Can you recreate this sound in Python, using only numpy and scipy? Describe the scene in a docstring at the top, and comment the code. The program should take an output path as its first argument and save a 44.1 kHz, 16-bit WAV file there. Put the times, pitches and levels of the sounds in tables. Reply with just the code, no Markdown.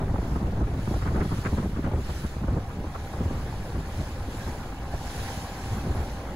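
"""Wind rumbles and thumps on a two-port microphone on the open deck of a moving boat.
Eddies, hardest at first, flutter at the port edges, thump, and shove the microphone with deep pressure.
Behind them the hull churns a wash through choppy water, and breaking waves throw hissing spray.
Underneath, the engine drones; the faint whine of its drive comes forward as the wind eases."""
import sys
import numpy as np
from scipy import signal
from scipy.fft import rfft, irfft, next_fast_len
from scipy.io import wavfile
from scipy.ndimage import uniform_filter1d, minimum_filter1d

SR = 44100
rng = np.random.default_rng(int(sys.argv[2]) if len(sys.argv) > 2 else 0)


def unload_audio(sound):
    """Save the sound as a 16-bit wav file, at the path given as the first command line argument."""
    columns = np.transpose(np.atleast_2d(sound))
    # keep every value between -1 and 1, then stretch to whole-number steps
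    steps = np.round(np.clip(columns, -1, 1) * 32767)
    wavfile.write(sys.argv[1], SR, steps.astype(np.int16))


N = 280254
FFT_SIZE = next_fast_len(N)
TIME_S, FREQ_HZ = np.arange(N) / SR, np.fft.rfftfreq(FFT_SIZE, 1 / SR)


def gain_of(db):
    """Decibels to amplitude."""
    return 10 ** (np.asarray(db) / 20)


def unit_rms(x):
    """Scales to an rms of one."""
    return x / np.sqrt(np.mean(x ** 2) + 1e-20)


def at_hz(table, hz=FREQ_HZ):
    """Interpolates a table over log frequency."""
    table_hz, values = np.transpose(table)
    return np.interp(np.log(hz + 1), np.log(table_hz + 1), values)


def at_time(table, t_s=TIME_S):
    """Interpolates a table over time."""
    return np.interp(t_s, *np.transpose(table))


def shaped(x, gain):
    """Filters by a gain at each frequency."""
    return irfft(rfft(x, FFT_SIZE) * gain, FFT_SIZE)[:N]


def noise(gain):
    """Unit-rms noise with the given amplitude spectrum."""
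    return unit_rms(shaped(rng.standard_normal(N), gain))


def drift(rate_hz):
    """Unit-rms random wander up to about rate_hz."""
    return noise(np.exp(-(FREQ_HZ / rate_hz) ** 2))


def steadied(x, span_s):
    """Divides out swells slower than span_s."""
    size = max(int(span_s * SR), 3)
    power = uniform_filter1d(uniform_filter1d(x ** 2, size), size)
    return x / np.sqrt(abs(power) + 1e-6)


def add_centred(mix, t_s, sound):
    """Adds a sound to the mix, centred on t_s."""
    start = round(t_s * SR) - len(sound) // 2
    sound = sound[max(-start, 0):]
    part = mix[max(start, 0):][:len(sound)]
    part += sound[:len(part)]


def ports(mid, side, side_spectrum):
    """Left and right port: lows cover both alike, highs differ by side_spectrum."""
    side = shaped(side, gain_of(at_hz(side_spectrum)))
    return np.array([mid + side, mid - side])


# Steady wind strength: t/s, relative level/dB
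WIND_STRENGTH = [(0, -31.5), (.6, -32), (.7, -31.5), (.83, -32.5), (.95, -31.5), (1.15, -30), (1.42, -34),
                 (1.7, -35.5), (1.95, -32.5), (2.2, -37), (2.9, -37.5), (3.12, -36.5), (3.25, -32),
                 (3.4, -34.5), (3.65, -36), (4.02, -35), (4.3, -38), (4.7, -38), (5.2, -37.5),
                 (5.62, -41.5), (5.76, -35), (5.88, -35.5), (6.02, -32.5), (6.14, -41.5), (6.35, -40)]
# Wind spectra: f/Hz, relative level/dB
RUMBLE_SPECTRUM = [(10, -1), (22, -15.5), (32, -4), (48, -3), (65, -3.5), (100, -4.5), (140, -11),
                   (250, -26.5), (600, -81)]
BLUSTER_SPECTRUM = [(50, -16), (120, 5.5), (220, -6.5), (400, -9.5), (800, -30.5), (1500, -25), (3000, -39),
                    (6000, -88)]
# Hollow ring of wind between the ports: f/Hz, side gain/dB
WIND_SIDE = [(120, -78), (400, -57), (600, -29.5), (770, -5.5), (900, -8), (1080, 2.5), (1400, -5.5),
             (1750, -1)]

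def wind(rumble_trim_db=1.5, bluster_db=-42, usual_wind_db=-35.5, bluster_growth=1.4):
    """Pressure swings on the microphone body: deep rumble, and bluster that grows faster with the wind."""
    strength_db = at_time(WIND_STRENGTH) + 1.24 * drift(rate_hz=14)
    rumble = steadied(noise(gain_of(at_hz(RUMBLE_SPECTRUM))), span_s=0.078)
    bursts = rng.standard_normal((2, N)) * gain_of(4 * drift(rate_hz=130))
    colour = gain_of(at_hz(BLUSTER_SPECTRUM))
    mid, side = (steadied(unit_rms(shaped(x, colour)), span_s=0.052) for x in bursts)
    bluster_gain = gain_of(bluster_db + bluster_growth * (strength_db - usual_wind_db))
    return rumble * gain_of(strength_db + rumble_trim_db) + ports(mid, side, WIND_SIDE) * bluster_gain


# Likeness of the water at the two ports: f/Hz, coherence/0-1
WATER_COHERENCE = [(850, .999), (1000, 0), (1150, 0.6), (1400, 0.7), (1800, 0.3), (2200, 0), (3000, 0.37),
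                   (5500, 0.35), (7200, 0.22), (8200, 0.96), (15000, 0.94)]
# Water sound bends round from the right to the left port: f/Hz, lag/cycles
PORT_LAG = [(1600, 0), (2700, .5), (4200, 1), (5400, 1.5), (6600, 2), (8600, 2.5), (11000, 3), (13400, 3.5),
            (15800, 4)]
# Water balance: f/Hz, left minus right/dB
WATER_BALANCE = [(800, -1), (2200, -0.1), (4000, -1), (5800, -2.8), (7200, -2), (8500, 0)]
# Water difference between the ports: f/Hz, side gain/dB
WATER_SIDE = [(400, -50), (850, -14), (950, -17), (1100, 2.5), (1350, -0.5), (1600, -2.5), (2000, 0)]

def water_noise(spectrum, patchy_db, flicker_db):
    """Splashing noise, patchy in time and frequency, reaching the ports from the right."""
    def smoothed(x, frames, bins):
        """Unit-rms blur over time and frequency."""
        return unit_rms(uniform_filter1d(uniform_filter1d(x, frames, axis=0), bins, axis=1))
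    hz = np.fft.rfftfreq(512, 1 / SR)
    left_re, left_im, own_re, own_im, patches, flicker = rng.standard_normal((6, N // 128 + 5, len(hz)))
    level_db = at_hz(spectrum, hz) + patchy_db * smoothed(patches, frames=14, bins=4)
    level_db += flicker_db * smoothed(flicker, frames=3, bins=40)
    coherence = np.clip(at_hz(WATER_COHERENCE, hz), 0, 1)
    left = left_re + 1j * left_im
    right = coherence * left + np.sqrt(1 - coherence ** 2) * (own_re + 1j * own_im)
    right *= np.exp(2j * np.pi * at_hz(PORT_LAG, hz))
    balance = gain_of(at_hz(WATER_BALANCE, hz) / 2)
    spectra = np.array([left * balance, right / balance]) * gain_of(level_db)
    _, splashing = signal.istft(spectra.swapaxes(1, 2), nperseg=512, noverlap=384)
    left, right = unit_rms(splashing[:, :N])
    return ports((left + right) / 2, (left - right) / 2, WATER_SIDE)


# Churning water: f/Hz, relative level/dB
WASH_SPECTRUM = [(80, -1), (250, -1.5), (430, -2), (600, -2), (850, -3.5), (1050, -3.5), (1350, -8),
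                 (1650, -8.5), (2000, -12), (2800, -16), (5000, -23.5), (15000, -32.5)]
# How openly wash and engine are heard: t/s, wash gain/dB
OPENNESS = [(0, -1.5), (1.8, -1), (2.8, -1), (3.3, 1.5), (3.7, 0), (4.2, 1), (4.55, 1), (4.8, 0.5),
            (5.25, 1), (5.6, 1), (6.35, 2)]

def wash(level_db=-43, slosh_db=0.7):
    """The hull churns a steady, gently sloshing wash."""
    churn = water_noise(WASH_SPECTRUM, patchy_db=2.5, flicker_db=1.5)
    return churn * gain_of(level_db + at_time(OPENNESS) + slosh_db * drift(rate_hz=4))


def noise_bands(bands):
    """Sum of steady noise bands, one a row."""
    return sum(gain_of(db) * steadied(noise(1 / (1 + (2 * (FREQ_HZ - hz) / width_hz) ** 2)), span_s=0.29)
               for hz, width_hz, db in bands)


# Engine hum and drones: f/Hz, width/Hz, relative level/dB
ENGINE_BANDS = [(60, 17, -43.5), (149, 230, -52.5), (246, 116, -48.5), (528, 180, -52)]

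def engine(trim_db=-2, openness_scale=3.06):
    """The engine drones in broad low bands that swell with the wash."""
    return noise_bands(ENGINE_BANDS) * gain_of(trim_db + openness_scale * at_time(OPENNESS))


# Faint lines of the drive: f/Hz, width/Hz, relative level/dB
WHINE_BANDS = [(594, 5.9, -64), (719, 35, -52), (816, 63, -51), (870, 25, -55), (942, 11, -57),
               (1005, 67, -54.5), (1075, 13, -58), (1655, 23, -59.5)]
# Rise of the whine: t/s, relative level/dB
WHINE_LEVEL = [(0, -18), (2.2, -9.5), (3.1, -1), (4.05, -6), (4.5, -2), (5.3, 1), (5.8, 1), (6.35, -0.5)]

def drive_whine(tone_hz=785.3, waver_hz=0.99, throb_db=0.8, trim_db=-2):
    """The drive sings one clear, wavering tone among fainter lines."""
    cycles = np.cumsum(tone_hz + waver_hz * drift(rate_hz=1.38)) / SR
    tone = unit_rms(np.sin(2 * np.pi * cycles)) * gain_of(-48.5 + throb_db * drift(rate_hz=7))
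    return (tone + noise_bands(WHINE_BANDS)) * gain_of(trim_db + at_time(WHINE_LEVEL))


# Eddy strikes: peak t/s, length/s, relative level/dB, push offset/dB, rasp offset/dB, rasp f/Hz
LARGE_EDDIES = [(.022, 0.031, -31.5, -3, -3.5, 890), (.085, 0.021, -35, 6, -15, 700),
                (.11, 0.013, -33.5, 9, -7, 800), (.144, 0.0084, -24, -6, -6.5, 550),
                (.162, 0.0068, -33.5, 6, 6, 800), (.188, 0.0074, -25, 6, -3, 560),
                (.225, 0.0092, -35, -8, -2, 650), (.256, 0.052, -35, -9, -3, 690),
                (.32, 0.034, -32.5, 8.5, -6, 800), (.363, 0.016, -28, 7, -7, 1030),
                (.42, 0.048, -30, 2, -6.5, 750), (.477, 0.023, -34, 3, -2.5, 650),
                (.53, 0.012, -28, -4, -6.5, 600), (.578, 0.047, -30, 0, -8, 790),
                (.619, 0.019, -25, 6, -7.5, 750), (.68, .024, -36, 4, -5, 650),
                (.742, 0.023, -30, 5, -19, 650), (.789, 0.018, -30, 5.5, -12, 650),
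                (.881, 0.014, -25.5, -3, -6.5, 735), (.915, 0.015, -26, -3, -5.5, 540),
                (.944, 0.0056, -32, 6, 3, 910), (.965, 0.0098, -32, 11, -4, 700),
                (1.026, 0.022, -34.5, 10, -1, 1210), (1.065, 0.015, -30.5, 4, -2, 1100),
                (1.083, 0.021, -31.5, 7, -2.5, 1350), (1.118, 0.026, -30.5, 7, -7, 804),
                (1.16, 0.033, -26, 1, -10, 1220), (1.181, 0.032, -35, -2, 4, 690),
                (1.216, 0.016, -21, -4, -9, 1320), (1.255, 0.021, -27.5, 0, -17, 700),
                (1.323, 0.024, -27, 4, -7, 945), (1.385, 0.017, -30.5, 3, -9, 1100),
                (1.461, 0.023, -26.5, 2, -2.5, 1380), (1.531, 0.019, -25.5, 2.5, -13, 750),
                (1.585, 0.018, -26, -10, -8.5, 1180), (1.635, 0.025, -30, 3, -9, 960),
                (1.662, 0.013, -30, 8, -10, 700), (1.69, .024, -35, -2, -22, 700),
                (1.728, 0.02, -43, 15, -17, 700), (1.768, 0.019, -32.5, 3, -6, 1300),
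                (1.792, 0.011, -27.5, -4, -12, 700), (1.853, 0.029, -27.5, -10, -9, 1380),
                (1.873, 0.029, -33, -9, -0.5, 682), (1.918, 0.008, -28.5, -8, -5, 590),
                (1.941, 0.015, -27, 5.5, -7, 634), (1.982, 0.037, -31.5, 8.5, -12.5, 600),
                (2.101, 0.014, -33.5, 6, -1.5, 800), (2.245, 0.011, -26, 5.5, -11.5, 750),
                (2.366, 0.0093, -29.5, 1, -21, 650), (2.418, 0.016, -29.5, -2, -14, 650),
                (2.442, 0.012, -29, 1, -6, 900), (2.486, 0.011, -30, 11, -2, 800),
                (2.508, 0.012, -31.5, 4, -10, 700), (2.532, 0.026, -25.5, -8, -16, 604),
                (2.572, 0.018, -24, -5, -9.5, 790), (2.79, 0.054, -33.5, -3, -25, 600),
                (2.847, 0.0063, -32.5, 2, 1.5, 780), (2.866, 0.01, -33.5, 4, -23, 650),
                (2.957, 0.014, -47.5, -6, 15.5, 1070), (3.142, 0.0066, -35, 5, 4, 850),
                (3.209, 0.016, -25.5, -12, -19.5, 1010), (3.259, 0.011, -26, 8, -24, 700),
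                (3.31, 0.0096, -29, 1, -8, 800), (3.357, 0.012, -42, 12, -14, 700),
                (3.765, 0.053, -33, 7, -22, 700), (3.98, 0.011, -37, 7, -9, 750),
                (4.002, 0.03, -31, 2, -31, 696), (4.205, 0.014, -47.5, 17.5, -16, 700),
                (4.285, .014, -33.5, 5, -16, 700), (4.48, 0.015, -33, 5, -7, 1000),
                (4.944, 0.015, -32.5, 4.5, -3, 750), (5.372, 0.02, -33.5, -2, -21, 704),
                (5.722, 0.029, -36, 13, -22, 700), (5.778, 0.024, -32, -2, -17, 815),
                (5.862, 0.047, -29.5, -1, -13, 650), (5.9, 0.028, -31, 7.5, -12, 700),
                (5.978, 0.035, -43.5, 14.5, -8, 700), (6.315, 0.015, -38, 8, -4, 750)]

def eddy_strikes(small_per_s=5, mean_length_s=0.018, push_db=-5, rasp_hz=784):
    """Rows of eddies that strike the microphone: the large ones, plus small ones scaled to the wind."""
    eddies = list(LARGE_EDDIES)
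    for _ in range(int(small_per_s * N / SR)):
        t_s = rng.uniform(0, N / SR)
        db = at_time(WIND_STRENGTH, t_s) - rng.uniform(5, 9)
        length_s = mean_length_s * rng.uniform(0.5, 1.5)
        rasp_db = -rng.uniform(4, 8)
        eddies.append((t_s, length_s, db, push_db, rasp_db, rasp_hz))
    return eddies


PUFF_SIZE = 8192
PUFF_HZ = np.fft.rfftfreq(PUFF_SIZE, 1 / SR)

def puff(length_s, colour, ragged, swirl_s, front, steady_s):
    """A puff of turbulence: uneven, coloured swirls with a steep front and a longer wake."""
    def blurred(x, span_s):
        """Gaussian smoothing."""
        return irfft(rfft(x) * np.exp(-(PUFF_HZ * span_s) ** 2))
    t_s = (np.arange(PUFF_SIZE) - PUFF_SIZE // 2) / SR
    width_s = length_s * np.where(t_s < 0, front, 2 - front)
    swell = np.exp(-2 * (t_s / width_s) ** 2)
    air = unit_rms(irfft(rfft(rng.standard_normal(PUFF_SIZE)) * colour))
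    air /= np.sqrt(abs(blurred(air ** 2, steady_s)) + 1e-6)
    swirls = np.exp(ragged * unit_rms(blurred(rng.standard_normal(PUFF_SIZE), swirl_s)))
    return unit_rms(air * swell * swirls) * np.sqrt(np.mean(swell ** 2))


def flutters(eddies, trim_db=-4.5, lead_s=0.003014, q=1.75, top_ratio=1.4):
    """The finest swirls arrive first and rasp at the port edges: slow eddies knock, fast ones crack."""
    mid, side = np.zeros((2, N))
    for t_s, length_s, db, _, rasp_db, rasp_hz in eddies:
        ratio = (PUFF_HZ + 1) / rasp_hz
        colour = 1 / np.hypot(1, q * (ratio - 1 / ratio)) / np.hypot(1, (ratio / top_ratio) ** 3.2)
        for channel in (mid, side):
            rasp = puff(length_s, colour, ragged=0.28, swirl_s=0.0021, front=0.72, steady_s=0.012)
            add_centred(channel, t_s - lead_s, gain_of(db + rasp_db + trim_db) * rasp)
    return ports(mid, side, WIND_SIDE)


def thumps(eddies, trim_db=1.5, low_hz=110, top_hz=1500, usual_rasp_db=-5, octaves_per_db=0.04):
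    """Each eddy thumps up to its own corner frequency; faster ones rasp more and reach higher."""
    mid, side = np.zeros((2, N))
    band = PUFF_HZ ** 2 / (PUFF_HZ ** 2 + low_hz ** 2) / np.hypot(1, (PUFF_HZ / top_hz) ** 3)
    for t_s, length_s, db, _, rasp_db, _ in eddies:
        corner_hz = 198 * 2 ** (octaves_per_db * (rasp_db - usual_rasp_db))
        colour = band / np.hypot(1, (PUFF_HZ / corner_hz) ** 2.25)
        for channel in (mid, side):
            thump = puff(length_s, colour, ragged=0.33, swirl_s=0.0063, front=0.68, steady_s=0.044)
            add_centred(channel, t_s, gain_of(db + trim_db) * thump)
    return ports(mid, side, WIND_SIDE)


def pushes(eddies, trim_db=1, lag_s=0.0064, swing_hz=78, spread_octaves=0.4975, sag_octaves_per_s=13):
    """Each eddy's core shoves the microphone: a deep pressure swing that slows as it passes."""
    mix = np.zeros(N)
    local_s = np.arange(-SR // 12, SR // 12) / SR
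    for t_s, length_s, db, push_db, _, _ in eddies:
        hz = swing_hz * 2 ** (spread_octaves * rng.uniform(-1, 1) - sag_octaves_per_s * local_s)
        swing = np.sin(2 * np.pi * (np.cumsum(hz) / SR + rng.random()))
        width_s = (0.007 + 0.3 * length_s) * np.where(local_s < 0, 0.73, 1)
        swell = np.exp(-0.5 * (local_s / width_s) ** 2)
        add_centred(mix, t_s + lag_s, gain_of(db + push_db + trim_db) * swell * swing)
    return mix


# Spray and droplets: f/Hz, relative level/dB
SPRAY_SPECTRUM = [(300, 7), (600, 6.5), (1100, 5), (1700, 7.5), (2700, 2), (4200, 2.5), (6000, 0),
                  (8500, -2.5), (11000, -5), (13500, -9), (15500, -12.5)]

def droplets(per_s=900, spread_db=0.5):
    """Spray falls back as a patter of tiny ticks."""
    sizes = rng.choice([-1, 1], N) * gain_of(spread_db * np.minimum(rng.exponential(1, N), 5))
    ticks = sizes * (rng.random(N) < per_s / SR)
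    left = unit_rms(shaped(ticks, gain_of(at_hz(SPRAY_SPECTRUM))))
    right = shaped(left, np.exp(2j * np.pi * at_hz(PORT_LAG)))
    return np.array([left, right])


# Waves along the hull: crest t/s, relative level/dB, fall time/s
WAVES = [(0.277, -55.5, 0.099), (0.927, -50.5, 0.12), (1.394, -49.5, 0.23), (2.167, -48.5, 0.14),
         (3.07, -56.5, 0.089), (3.552, -55, 0.44), (4.008, -50.5, 0.1), (4.424, -50, 0.18),
         (5.18, -45.5, 0.18), (5.35, -47, 0.16), (5.693, -48, 0.13), (6.033, -51.5, 0.17)]

def breaking_waves(floor_db=-60, rise_over_fall=0.97, spray_trim_db=3.5, droplet_trim_db=-6):
    """Each breaking wave throws up a surge of spray and droplets; a faint fizz lasts between them."""
    power = np.full(N, gain_of(floor_db) ** 2)
    for crest_s, db, fall_s in WAVES:
        width_s = fall_s * np.where(TIME_S < crest_s, rise_over_fall, 1)
        power += gain_of(db) ** 2 * np.exp(-((TIME_S - crest_s) / width_s) ** 2)
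    spray = water_noise(SPRAY_SPECTRUM, patchy_db=2, flicker_db=1) * gain_of(spray_trim_db)
    return (spray + droplets() * gain_of(droplet_trim_db)) * np.sqrt(power)


def scene():
    """Low wind and engine are common to both ports; water and flutter spread out."""
    boat = wash() + breaking_waves() + drive_whine() + engine()
    eddies = eddy_strikes()
    return boat + wind() + pushes(eddies) + thumps(eddies) + flutters(eddies)


def record(dry, ceiling_db=-15.5, cutoff_hz=15750):
    """A fast limiter holds down the hardest buffets; a low-pass follows."""
    allowed_gain = np.minimum(1, gain_of(ceiling_db) / (abs(dry).max(axis=0) + 1e-9))
    limited = dry * uniform_filter1d(minimum_filter1d(allowed_gain, size=200), size=200)
    lowpass = signal.firwin(511, cutoff_hz, window=("kaiser", 9), fs=SR)
    return signal.oaconvolve(limited, lowpass[None], "same")


dry = scene()
out = record(dry)
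unload_audio(out)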